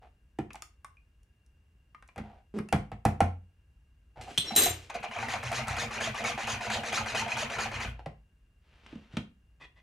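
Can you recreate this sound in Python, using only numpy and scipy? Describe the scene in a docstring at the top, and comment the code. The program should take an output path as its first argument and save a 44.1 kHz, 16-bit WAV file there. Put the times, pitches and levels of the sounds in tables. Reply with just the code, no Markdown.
"""Metal drags softly on the floor of a plastic bowl of thin batter: slip noise, with wet clicks and plops.
A spoon judders up the wall in growing slips and is rapped on the rim: a tick, wall modes, base modes.
A wire whisk clinks (detuned metal modes), then beats two strokes to a turn: filtered grit and bubbles.
It is laid down, a plastic tub bumps and slides on a stone counter, and a lid creaks in the grip.
Close microphones also pick up a short kitchen echo, low rumble, hiss and an appliance's whines."""
import sys
import numpy as np
from scipy import signal
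from scipy.fft import rfft, irfft
from scipy.io import wavfile
from scipy.ndimage import uniform_filter1d

SR = 44100
rng = np.random.default_rng(int(sys.argv[2]) if len(sys.argv) > 2 else 0)


def int16_out(signal):
    """Quantize to a 16-bit WAV file."""
    q = np.round(np.clip(np.atleast_2d(signal).T, -1, 1) * 32767)
    wavfile.write(sys.argv[1], SR, q.astype(np.int16))


N = 433062
TIME = np.arange(N) / SR
AGE = TIME[:SR // 2]  # seconds since the start of an event

# Modes of the bowl wall. Each row: frequency in Hz, relative level in dB, t60 in s.
WALL = [(501, -7, 0.11), (708.7, 7, 0.034), (760.6, -1.5, 0.085), (850, -8.5, 0.13), (946, -12, 0.038),
        (1190, -23.5, 0.02), (1320, -14.5, 0.13)]
# Modes of the full bowl bouncing on its base. Each row: frequency in Hz, relative level in dB, t60 in s.
BASE = [(57.3, -7, 0.6), (88, -1, 0.42), (121, 2, 0.28), (156, 5, 0.08), (214.5, 0.5, 0.18),
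        (275.7, -9.5, 0.072), (405.5, -5, 0.06)]
# Colour of a dull or wet contact. Each row: frequency in Hz, relative level in dB.
CLACK = [(400, -15.5), (900, -6.5), (1400, -8), (2400, -9.5), (3200, -21.5), (15000, -48)]
# Colour of a bright, hard contact. Each row: frequency in Hz, relative level in dB.
TICK = [(800, -27.5), (2500, -0.5), (4000, 2), (6000, 7), (9000, 6.5), (12500, 0.5), (16000, -12.5)]
# Colour of a low bump. Each row: frequency in Hz, relative level in dB.
BUMP = [(40, -11.5), (80, 2), (200, 2), (450, -13.5), (1000, -22.5), (6000, -63)]
# Colour of metal scraping. Each row: frequency in Hz, relative level in dB.
SCRAPING = [(200, 0), (400, 5), (1000, -5.5), (2800, 1), (4500, -6.5), (8000, -9.5), (15000, -26.5)]
# Colour of plastic sliding. Each row: frequency in Hz, relative level in dB.
SLIDING = [(300, 0), (1200, -2), (2900, -1), (4500, -11), (14000, -35)]
# Stereo width of echo and room noise. 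Each row: frequency in Hz, side signal as a relative share.
APART = [(60, .02), (200, 0.12), (600, 0.55), (1400, 1), (3000, 1), (7000, 0.63)]


def amp(db):
    """Decibels to gain."""
    return 10 ** (np.asarray(db) / 20)


def evened(x):
    """Scales to rms 1."""
    return x / np.sqrt(np.mean(x ** 2) + 1e-20)


def crested(x):
    """Scales so that the loudest two milliseconds have rms 1."""
    return x / np.sqrt(uniform_filter1d(x ** 2, size=88).max() + 1e-20)


def read(points, hz):
    """Reads a table on a log-frequency axis."""
    f, value = np.transpose(points)
    return np.interp(np.log(hz + 1), np.log(f + 1), value)


def add(mix, s, sound):
    """Mixes a sound in at time s."""
    part = mix[max(round(s * SR), 0):][:len(sound)]
    part += sound[:len(part)]


def tint(x, spectrum, size=8192):
    """Causal minimum-phase filter with the given spectrum."""
    log_gain = np.log(amp(read(spectrum, abs(np.fft.fftfreq(size, 1 / SR)))))
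    response = np.exp(np.conj(signal.hilbert(log_gain)))
    taps = np.fft.ifft(response).real[:size // 2]
    return signal.oaconvolve(x, taps)[:len(x)]


def grit(per_s, spread_db):
    """A random train of clicks of uneven size and either sign."""
    size = amp(spread_db * np.minimum(rng.exponential(1, N), 4))
    return size * rng.choice([-1, 1], N) * (rng.random(N) < per_s / SR)


def puff(spectrum, t60):
    """A contact: a burst of coloured noise that dies quickly."""
    return crested(tint(rng.standard_normal(len(AGE)) * amp(-60 * AGE / t60), spectrum))


def ring(modes, stretch=1, scatter_db=0, bend=0, rise_s=0.0017):
    """Dying modes; a dented wall starts sharp by 0.3 times bend and relaxes."""
    hz, db, t60 = np.transpose(modes)[:, :, None]
    clock = stretch * (AGE + bend * 0.0024 * (1 - np.exp(-AGE / 0.008)))
    db = db + scatter_db * rng.standard_normal(db.shape)
    tones = amp(db - 60 * AGE / t60) * np.sin(2 * np.pi * hz * clock)
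    return crested(tones.sum(0) * (1 - np.exp(-AGE / rise_s)))


def plop(hz, t60, glide, rise_s=0.00051):
    """An air pocket or thud rings briefly; for 0.1 s its pitch glides by this share of itself per second."""
    tone = np.sin(2 * np.pi * hz * AGE * (1 + glide * np.minimum(AGE, .1) / 2))
    return crested(tone * amp(-60 * AGE / t60) * (1 - np.exp(-AGE / rise_s)))


def rubs(rows, attack, sag_db, release_s):
    """A gain curve for rubs: each swells over a share of its length, eases off and lets go."""
    out = np.zeros(N)
    for start, length, db in rows:
        held = amp(db + sag_db * np.minimum(AGE / length, 1)) * np.minimum(AGE / (attack * length), 1)
        add(out, start, held * np.exp(-np.maximum(AGE - length, 0) / release_s))
    return out


def strokes(count=12):
    """The whisk circles and hurries: rows of start s, end s, slosh dB, spray dB and knock dB."""
    first_turn_s, turn_s, hurry_s = 5.2818, .2448, .0029  # each turn is hurry_s shorter than the last
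    stop_s = 7.862
    slosh_follows = 0.34  # spray follows the effort fully, slosh and knocks by this share
    # How hard the hand beats. Each row: time in seconds, effort in dB.
    effort_points = [(5.25, -4.5), (5.55, -1.5), (6.5, -0.5), (6.95, 2.5), (7.4, -0.5), (7.6, -2.5),
                     (7.82, -7)]
    # Back and forward stroke of a turn. Each row: start in turns, length in turns, then the
    # slosh, spray and wall knock in dB before the effort is added.
    turn_rows = [(-.405, .39, -37, -45.5, -37), (0, .385, -34.5, -38.5, -37)]
    rows = []
    for turn in range(count):
        for phase, length, slosh_db, spray_db, knock_db in turn_rows:
            turns = turn + phase + np.array([0, length])
            start, end = first_turn_s + turn_s * turns - hurry_s * turns ** 2 / 2
            effort = np.interp(start, *np.transpose(effort_points))
            push = slosh_follows * effort
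            rows.append((start, min(end, stop_s), slosh_db + push, spray_db + effort, knock_db + push))
    return rows


def bubbles(low_hz, high_hz, per_s, cycles, count=30):
    """Air pockets of many sizes, each ringing briefly with a rising pitch."""
    out, t = np.zeros(N), AGE[:2048]
    for hz in np.geomspace(low_hz, high_hz, count):
        age = t * hz / cycles
        pop = np.exp(-3 * age) * np.sin(2 * np.pi * hz * t * (1 + 0.07 * np.minimum(age, 2)))
        when, luck = rng.random((int(per_s * N / SR / count), 2)).T
        births = np.bincount((when * N).astype(int), (luck + 0.0386) ** -.5, N)  # a few are much louder
        out += np.sqrt(hz) * signal.oaconvolve(births, pop)[:N]
    return evened(out)


def swirl(x, share=0.67, nearest_s=0.00021, farthest_s=0.001095):
    """The bowl wall reflects the splash from a changing distance, so its colour glides."""
    knots = np.arange(0, TIME[-1] + .1, .055)
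    delay = np.interp(TIME, knots, rng.uniform(nearest_s, farthest_s, len(knots)))
    return evened(x + share * np.interp(TIME - delay, TIME, x))


def churn():
    """A gain curve for the stirred-up batter, which keeps lapping between strokes."""
    # One row: start in seconds, length in seconds, level in dB.
    start, length, db = (5.15, 2.68, -45)
    return amp(db) * (TIME > start) * np.exp(-np.maximum(TIME - start - length, 0) / .035)


def beating(beat, rise_s=0.0068, fall_s=0.038, sway_s=0.053):
    """Each stroke slaps into the batter; spray swells with the wires' speed, then the wave sways the bowl."""
    # The whisk dips in and finds its rhythm. Each row: start in seconds, length in seconds,
    # slosh in dB, spray in dB.
    dip_rows = [(4.897, 0.015, -40, -49), (4.941, 0.032, -41, -49.5), (5.028, 0.032, -39.5, -51),
                (5.11, 0.083, -38.5, -53.5)]
    # Colour of the slosh. 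Each row: frequency in Hz, relative level in dB.
    slosh_colour = [(250, -34), (350, -7), (480, 4.5), (760, 11), (1090, -4), (1400, -12), (1900, -6),
                    (2520, 5.5), (3100, -39), (3900, -9.5), (7000, -37.5), (14000, -38)]
    # Colour of the spray. Each row: frequency in Hz, relative level in dB.
    spray_colour = [(1200, -39.5), (2600, 7), (3400, 3), (4200, 4), (5300, 0.5), (6600, 4.5), (7800, -6.5),
                    (10000, -8.5), (12000, -13), (13500, -50), (16000, -40)]
    # Colour of the swaying bowl. Each row: frequency in Hz, relative level in dB.
    sway_colour = [(40, -12.5), (75, -6.5), (95, -3.5), (121, 3.5), (150, -14), (180, -21.5), (217, 1.5),
                   (260, -14.5), (500, -41)]
    slosh, spray, sway, slaps = np.zeros((4, N))
    dips = [(s, s + length, slosh_db, spray_db) for s, length, slosh_db, spray_db in dip_rows]
    for start, end, slosh_db, spray_db, *_ in dips + beat:
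        length = end - start
        entry = np.minimum(AGE / rise_s, 1)
        swell = np.exp(-((AGE / length - .47) / 0.41) ** 2)
        release = np.exp(-np.maximum(AGE - 0.96 * length, 0) / fall_s)
        add(slosh, start - .003, amp(slosh_db) * entry * release)
        add(spray, start, amp(spray_db + 4.5) * swell)
        add(sway, start + sway_s, amp(slosh_db) * np.sqrt(swell) * entry)
        wet = amp(slosh_db - 2) * puff(CLACK, t60=0.046)
        bright = amp(spray_db - 4) * puff(TICK, t60=0.033)
        add(slaps, start + .003, wet + bright)
    foam = swirl(tint(grit(per_s=6000, spread_db=1.5), slosh_colour))
    froth = bubbles(low_hz=930.0, high_hz=3150, per_s=600, cycles=27.7)
    drops = swirl(tint(grit(per_s=6200, spread_db=3.5), spray_colour))
    wave = evened(tint(grit(per_s=1600, spread_db=-1.0), sway_colour))
    liquid = np.hypot(slosh, churn()) * amp(-7.5) * (foam + froth)
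    return slaps + liquid + amp(-2) * spray * drops + amp(-7) * sway * wave


def loops(beat, loop_db=-2, count=3):
    """Within each stroke single wire loops break the surface with a short wet click."""
    out = np.zeros(N)
    for start, end, slosh_db, *_ in beat:
        for share in (np.arange(count) + rng.random(count)) / count:
            db = slosh_db + loop_db + 2 * rng.standard_normal()
            add(out, start + share * (end - start), amp(db) * puff(CLACK, t60=.02))
    return out


def furrows(beat, open_hz=1300, shut_hz=2600, width_hz=380, furrow_db=-7):
    """The wires plough a furrow in the batter; as it closes behind them its hollow note rises."""
    out, r = np.zeros(N), np.exp(-np.pi * width_hz / SR)
    for start, end, slosh_db, *_ in beat:
        gone = np.minimum(AGE / (end - start), 1)
        # slow noise on a gliding carrier makes a narrow band that moves
        hiss = signal.lfilter([1], [1, -2 * r, r * r], rng.standard_normal((2, len(AGE))))
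        angle = 2 * np.pi * np.cumsum(open_hz * (shut_hz / open_hz) ** gone) / SR
        note = evened(hiss[0] * np.cos(angle) + hiss[1] * np.sin(angle))
        add(out, start, amp(slosh_db + furrow_db) * np.sin(np.pi * gone) * note)
    return out


def wall_hits(beat, late_s=.008, low_hz=720, high_hz=900):
    """Each stroke grazes the near wall as it enters: rows of start s, level dB and pitch Hz."""
    return [(start + late_s * rng.random(), db + rng.standard_normal(), rng.uniform(low_hz, high_hz))
            for start, *_, db in beat]


def knocks(beat):
    """The wires hit the wall through the batter, with a falling gulp; some strokes tip the bowl."""
    # Whisk against wall. Each row: start in seconds, relative level in dB, pitch in Hz.
    knock_rows = [(4.507, -31, 794), (4.662, -25, 748), (4.901, -37.5, 870), (4.95, -30.5, 757),
                  (5.038, -29, 798), (5.161, -32, 772), (5.227, -28, 802), (5.337, -26, 817),
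                  (5.515, -28.5, 760), (5.591, -32, 685), (5.733, -34.5, 758), (5.832, -30, 783),
                  (6.072, -29, 665), (6.297, -32.5, 745), (6.377, -28.5, 802), (6.478, -32, 838),
                  (6.666, -33, 756), (6.75, -33.5, 892), (7.009, -30.5, 860), (7.218, -32.5, 895),
                  (7.262, -30.5, 780), (7.425, -29.5, 660), (7.586, -30, 800), (7.657, -30.5, 790)]
    # The whisk catches the rim, and the bowl tips and drops back.
    # Each row: start in seconds, relative level in dB.
    rocking_rows = [(4.172, -36.5), (4.681, -29), (5.44, -29.5), (5.683, -25.5), (7.734, -30), (7.858, -27)]
    out = np.zeros(N)
    for s, db, hz in list(knock_rows) + wall_hits(beat):
        # the pitch is that of the wall's third mode
        add(out, s, amp(db - 9) * ring(WALL, stretch=hz / WALL[2][0], scatter_db=5, rise_s=0.004))
        add(out, s, amp(db - 6.5) * plop(hz, t60=0.056, glide=-14 * rng.random(), rise_s=0.008))
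        add(out, s, amp(db - 9) * puff(CLACK, t60=0.075))
    for s, db in rocking_rows:
        base = ring(BASE[:4], stretch=rng.uniform(1.0, 1.03), scatter_db=3.5, rise_s=0.01)
        add(out, s, amp(db - 3) * base)
    return out


def splashes():
    """The hardest strokes smack the batter and trap a pocket of air, whose pitch rises or falls."""
    # Each row: start in seconds, relative level in dB, pitch of the air pocket in Hz.
    slap_rows = [(5.681, -33.5, 1350), (6.009, -32.5, 1660), (6.248, -28.5, 2225), (6.702, -32.5, 1650),
                 (6.93, -35, 2410), (6.975, -30.5, 1350), (7.147, -31, 2553), (7.584, -33, 1360)]
    out = np.zeros(N)
    for s, db, hz in slap_rows:
        pocket = plop(hz, t60=0.04, glide=0.96 * rng.uniform(-1.15, 1), rise_s=0.0035)
        add(out, s, amp(db - 1) * (puff(CLACK, t60=0.081) + pocket))
    return out


def raps(bounce_s=0.0071):
    """A tick on the rim, the wall's note cut short by the resting spoon, then the bowl drops on its base."""
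    # Spoon or handle on the rim. Each row: start in seconds, force in dB, wall note in dB against the force.
    rap_rows = [(0.388, -33.5, -0.5), (2.16, -39.5, -9.5), (2.179, -33, -6.5), (2.726, -18.5, -1.5),
                (2.917, -37, 0), (3.052, -18, 0), (3.205, -19.5, 5), (8.06, -37.5, -0.5)]
    tick_growth = 1.427  # harder raps are brighter: dB of tick per dB of force
    # after a rap harder than the threshold, the spoon falls back on the rim once
    rebound_s, rebound_db, rebound_above_db = .035, -18, -28
    rebounds = [(s + rebound_s, force + rebound_db, 0) for s, force, _ in rap_rows if force > rebound_above_db]
    out = np.zeros(N)
    for s, force, wall in rap_rows + rebounds:
        grip = amp(4) * (.3 + .7 * np.exp(-(AGE / .009) ** 2))
        note = grip * ring(WALL, scatter_db=1, bend=.18, rise_s=.002)
        add(out, s, amp(force) * (amp(wall - 2.5) * note + amp(-9) * puff(CLACK, t60=0.093)))
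        add(out, s, amp(tick_growth * force - 4) * puff(TICK, t60=0.017))
        base = ring(BASE, stretch=rng.uniform(0.92, 1.03), scatter_db=5.5, rise_s=0.0043)
        add(out, s + bounce_s, amp(force) * (amp(-3.0) * base + amp(-2.5) * puff(BUMP, t60=0.13)))
    return out


def judder(top_hz=220, end_hz=180, jitter=0.14, growth_db=11, uneven_db=3.0, rasp_db=-30):
    """The spoon, drawn up the wall, sticks and slips ever more strongly, fastest midway, with a faint rasp."""
    # One row: start in seconds, length in seconds, level in dB.
    start, length, db = (2.541, 0.044, -27)
    # Colour of the pushes on the bowl. Each row: frequency in Hz, relative level in dB.
    push_colour = [(60, -14.5), (200, 4.5), (400, 2.5), (600, -15.5), (2600, -35), (5000, -56.5)]
    gone = np.minimum(AGE / length, 1)
    force = amp(growth_db * gone) * (gone < 1)
    rate_hz = end_hz + (top_hz - end_hz) * np.sin(np.pi * gone)
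    uneven = jitter * rng.random(len(AGE))[(AGE * top_hz).astype(int)]
    cycles = np.floor(np.cumsum(rate_hz) / SR + uneven)
    cycles = np.maximum.accumulate(cycles)  # each whole cycle slips once
    size, rasp = rng.standard_normal((2, len(AGE)))
    slips = np.diff(cycles, prepend=-1) * force * amp(uneven_db * size)
    pushes = crested(tint(slips, push_colour))
    out = np.zeros(N)
    add(out, start, amp(db) * (pushes + amp(rasp_db) * crested(tint(rasp * force, SCRAPING))))
    return out


def wires(place, detune=0.0016, sustain=0.7):
    """The whisk's ring when struck at this place; neighbouring loops are slightly out of tune and beat."""
    # Each row: frequency in Hz, t60 in s before the sustain factor, relative level in dB when struck
    # near the handle, relative level in dB when struck at the loops.
    wire_modes = [(3130, 0.035, -2, -16), (3330, 0.03, 0, -16), (3480, .025, -5, -18),
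                  (3607, 0.25, -16, -18), (3975, 0.13, -19, -4), (4064, 0.24, -6, -18),
                  (5590, 0.3, -33, -18), (6374, 0.3, -29, -10), (7360, 0.27, -36, -7),
                  (8225, 0.28, -11, -10), (8985, 0.27, -31, -8), (11040, .2, -21, -17),
                  (11495, 0.18, -24, -3), (13020, 0.24, -32, 1), (13580, 0.22, -32, -8)]
    hz, t60, handle_db, loops_db = np.transpose(wire_modes)[:, :, None]

    def tones():
        tuned = hz * (1 + detune * rng.standard_normal(hz.shape))
        return np.sin(2 * np.pi * (tuned * AGE + rng.random(hz.shape)))

    db = handle_db + place * (loops_db - handle_db) - 60 * AGE / (sustain * t60)
    return (amp(db) * (tones() + .5 * tones())).sum(0)


def clinks():
    """The wire loops slap together and ring, never twice quite alike."""
    # Each row: start in seconds, relative ring in dB, place from 0 (handle) to 1 (loops), relative tick in dB.
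    clink_rows = [(4.377, -29.5, 0, -20), (4.381, -29.5, 0, -24), (4.553, -50, .5, -28),
                  (4.562, -27, 1, -13), (4.585, -30, 1, -19), (4.597, -36, .4, -22), (4.621, -33, 1, -14),
                  (4.637, -34, 1, -19), (4.657, -39, 1, -21)]
    out = np.zeros(N)
    for s, db, place, tick_db in clink_rows:
        add(out, s, amp(db + 8.5) * wires(place) + amp(tick_db - 8.0) * puff(TICK, t60=0.025))
    return out


def singing(t60=0.083):
    """A wire bowed by the rim swells on one of its notes, then rings out."""
    # Each row: start in seconds, swell in seconds, frequency in Hz, level in dB.
    song_rows = [(4.458, .03, 5582, -37), (4.468, .022, 4005, -35), (4.5, .045, 4005, -41),
                 (4.564, .02, 3975, -20.5), (4.625, .028, 6374, -31), (4.684, .028, 7360, -33)]
    out = np.zeros(N)
    for s, length, hz, db in song_rows:
        swell = np.minimum(AGE / length, 1) * amp(-60 * np.maximum(AGE - length, 0) / t60)
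        add(out, s, amp(db) * swell * np.sin(2 * np.pi * (hz * AGE + rng.random())))
    return out


def rubbing():
    """Friction: tiny slips, coloured by what they shake; hard scraping also makes the wires shimmer."""
    # Metal along the bowl's floor, under the batter; the last row is a short soft knock of the same colour. #
    # Each row: start in seconds, length in seconds, relative level in dB.
    drag_rows = [(0.015, 0.057, -48.5), (2.19, 0.21, -49), (4.155, 0.094, -41.5), (4.266, 0.045, -39),
                 (4.51, 0.21, -36.5), (7.988, 0.025, -41.5)]
    # Colour of that drag. Each row: frequency in Hz, relative level in dB.
    drag_colour = [(200, -15), (600, -6.5), (760, 5.5), (1000, -13.5), (2500, -21), (9000, -46.5)]
    # Wires over each other and the rim. Each row: start in seconds, length in seconds, relative level in dB.
    scrape_rows = [(4.208, 0.034, -48), (4.26, 0.3, -55.5), (4.44, 0.11, -47), (4.555, 0.13, -30),
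                   (4.70, 0.17, -54.5)]
    # The tub under the hand. Each row: start in seconds, length in seconds, relative level in dB.
    slide_rows = [(8.6, 0.35, -63), (8.82, 0.16, -59), (8.98, 0.12, -63), (9.1, 0.096, -53.5)]
    drag = rubs(drag_rows, attack=0.21, sag_db=-9.5, release_s=0.013)
    drag *= evened(tint(grit(per_s=1300, spread_db=2), drag_colour))
    pressure = rubs(scrape_rows, attack=0.14, sag_db=-8.5, release_s=0.03)
    slips = grit(per_s=2600, spread_db=1.5)
    scrape = pressure * evened(tint(slips, SCRAPING))
    shimmer = crested(signal.oaconvolve(pressure ** 2 * slips, wires(1))[:N])
    slide = rubs(slide_rows, attack=0.47, sag_db=-6.5, release_s=0.028)
    slide *= evened(tint(grit(per_s=2000, spread_db=0.5), SLIDING))
    return amp(-3.0) * drag + amp(3) * scrape + amp(-28) * shimmer + amp(-1) * slide


def drips():
    """A wet click with a short rising plop; and dry ticks of metal on plastic."""
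    # Drips, bubbles and wet touches of the spoon. Each row: start in seconds, relative level in dB,
    # pitch in Hz, relative tick in dB, plop in dB added to its share of the level.
    drip_rows = [(0.505, -39.5, 2530, -83, -7), (0.545, -46, 830, -70, 7), (0.556, -36, 2440, -54.5, -17),
                 (0.622, -41, 1220, -43, -1.5), (0.846, -40, 1110, -53, 1.5), (0.97, -66, 2400, -84, 13.5),
                 (1.947, -43.5, 1190, -77, 1.5), (2.025, -44.5, 1540, -69, -5), (2.088, -49, 2310, -80, -2),
                 (2.588, -30.5, 2110, -51.5, -14.5), (2.688, -40.5, 2640, -55, -1.5),
                 (7.318, -31.5, 2460, -59, 9)]
    # Dry ticks. Each row: start in seconds, level in dB.
    tick_rows = [(0.532, -47.5), (1.232, -67), (1.463, -66), (2.077, -61), (5.436, -44), (5.517, -40),
                 (5.682, -35), (5.765, -51), (7.807, -55)]
    out = np.zeros(N)
    for s, db, hz, tick_db, tone_db in drip_rows:
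        tone = amp(tone_db - 5) * plop(hz, t60=0.046, glide=3)
        add(out, s, amp(db) * (tone + amp(-6) * puff(CLACK, t60=0.033)))
        add(out, s, amp(tick_db + 7) * puff(TICK, t60=0.0099))
    for s, db in tick_rows:
        add(out, s, amp(db) * puff(TICK, t60=0.021))
    return out


def bumps():
    """Plastic nudged on stone or plastic: a small clack, one low thud that sinks in pitch, a soft shudder."""
    # Each row: start in seconds, thud in dB, relative clack in dB, starting pitch in Hz.
    bump_rows = [(0.387, -27, -49.5, 337), (2.598, -29, -57, 170), (4.312, -47, -48, 271),
                 (4.381, -35, -36, 158), (4.519, -32.5, -41, 233), (8.06, -38.5, -47, 594),
                 (8.863, -56.5, -49, 179.3), (8.927, -40, -56, 287), (8.955, -37, -57, 219),
                 (9.136, -39, -62.5, 149), (9.169, -22.5, -34.5, 194)]
    out = np.zeros(N)
    for s, db, clack_db, hz in bump_rows:
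        add(out, s + .002, amp(db) * plop(hz, t60=.028, glide=-9, rise_s=.005))
        add(out, s + .002, amp(db - 8) * puff(BUMP, t60=.13))
        add(out, s, amp(clack_db + 3) * puff(SLIDING, t60=.03))
    return out


def creaks():
    """The lid sticks and slips in the grip, and each slip rings the plastic."""
    # Each row: start in seconds, length in seconds, relative level in dB.
    creak_rows = [(9.598, 0.044, -52), (9.642, 0.014, -52.5), (9.755, 0.048, -63.5)]
    # Modes of the lid. Each row: frequency in Hz, relative level in dB, t60 in s.
    lid_modes = [(1150, -3, .008), (2010, 0, .013), (2520, -4, .008), (3380, -3, .007)]
    slips = grit(per_s=1200, spread_db=-1.0)
    lid = evened(signal.oaconvolve(slips, ring(lid_modes))[:N])
    rasp = evened(tint(slips, SLIDING))
    return rubs(creak_rows, attack=0.32, sag_db=-3.5, release_s=0.0036) * amp(-2) * (lid + rasp)


def kitchen(x, wet_db):
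    """Direct sound and a short tail from tiles and cupboards, which differs between the sides."""
    # Decay of the room. Each row: frequency in Hz, t60 in s.
    room_t60 = [(100, 0.46), (500, 0.28), (3000, 0.26), (15000, 0.2)]
    # Colour of the echo. Each row: frequency in Hz, relative level in dB.
    echo_colour = [(60, -15.5), (250, -5), (750, -5.5), (3000, -3), (15000, -7)]
    hz, t, z = signal.stft(rng.standard_normal((2, len(AGE))), SR, nperseg=256)
    fading = z * amp(-60 * t / read(room_t60, hz)[:, None])
    tail = signal.istft(fading, SR, nperseg=256)[1][:, :len(AGE)]
    tail = tail * np.clip((AGE - .002) / 0.0013, 0, 1)  # the echo waits two milliseconds
    tail = rfft(tail / np.linalg.norm(tail[0]))
    hz = np.fft.rfftfreq(len(AGE), 1 / SR)
    tail[1] *= read(APART, hz)
    echo = irfft(tail * amp(wet_db + read(echo_colour, hz)))
    mid, side = signal.oaconvolve(x[None], echo, axes=1)[:, :N]
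    return np.array([x + mid + side, x + mid - side])


def background(apart_db=-4):
    """Low rumble shared by both sides, faint hiss and an appliance's narrow whines."""
    # Colour of the room air. Each row: frequency in Hz, relative level in dB.
    air_colour = [(20, -21), (55, 1), (110, -13.5), (250, -27.5), (700, -40), (2400, -43), (4000, -50.5),
                  (16000, -53)]
    # Whines. Each row: frequency in Hz, width in Hz at half amplitude, relative level in dB.
    whine_rows = [(1630, 88, -94), (2780, 54, -85.5)]
    hz = np.fft.rfftfreq(N, 1 / SR)
    noise = rfft(rng.standard_normal((2, N)))
    noise[1] *= amp(apart_db) * read(APART, hz)
    layers = amp(-61.5) * evened(irfft(noise * amp(read(air_colour, hz)), N))
    for f, width, db in whine_rows:
        peak = 1 / (1 + (2 * (hz - f) / width) ** 2)
        layers += amp(db) * evened(irfft(noise * peak, N))
    mid, side = layers / np.sqrt(2)
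    return np.array([mid + side, mid - side])


def scene():
    """Blows, liquid and wires sound in the same small room."""
    beat = strokes()
    blows = kitchen(raps() + drips() + bumps() + creaks() + judder(), wet_db=-3.5)
    liquid = beating(beat) + loops(beat) + furrows(beat) + knocks(beat) + splashes()
    batter = kitchen(liquid + rubbing(), wet_db=-4.5)
    metal = kitchen(clinks() + singing(), wet_db=-1.5)
    return blows + batter + metal + background()


def record(dry, lag_hz=8300, low_cut_hz=25, edge_hz=15900):
    """Two close microphone ports, whose phase gap reaches one radian at lag_hz; then the band limits."""
    # Balance of the ports. Each row: frequency in Hz, left against right in dB.
    port_balance = [(60, 0.5), (200, 0), (400, -4), (1300, 2), (2400, 1.5), (4400, 0)]
    hz = np.fft.rfftfreq(N, 1 / SR)
    port = amp(read(port_balance, hz) / 2) * np.exp(-.5j * (hz / lag_hz) ** 2)
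    low_cut = hz / (hz - 1j * low_cut_hz)
    pair = irfft(rfft(dry) * np.array([port, 1 / port]) * low_cut, N)
    high_cut = signal.firwin(511, edge_hz, window=("kaiser", 9), fs=SR)
    return signal.oaconvolve(pair, high_cut[None], "same")


dry = scene()
out = record(dry)
int16_out(out)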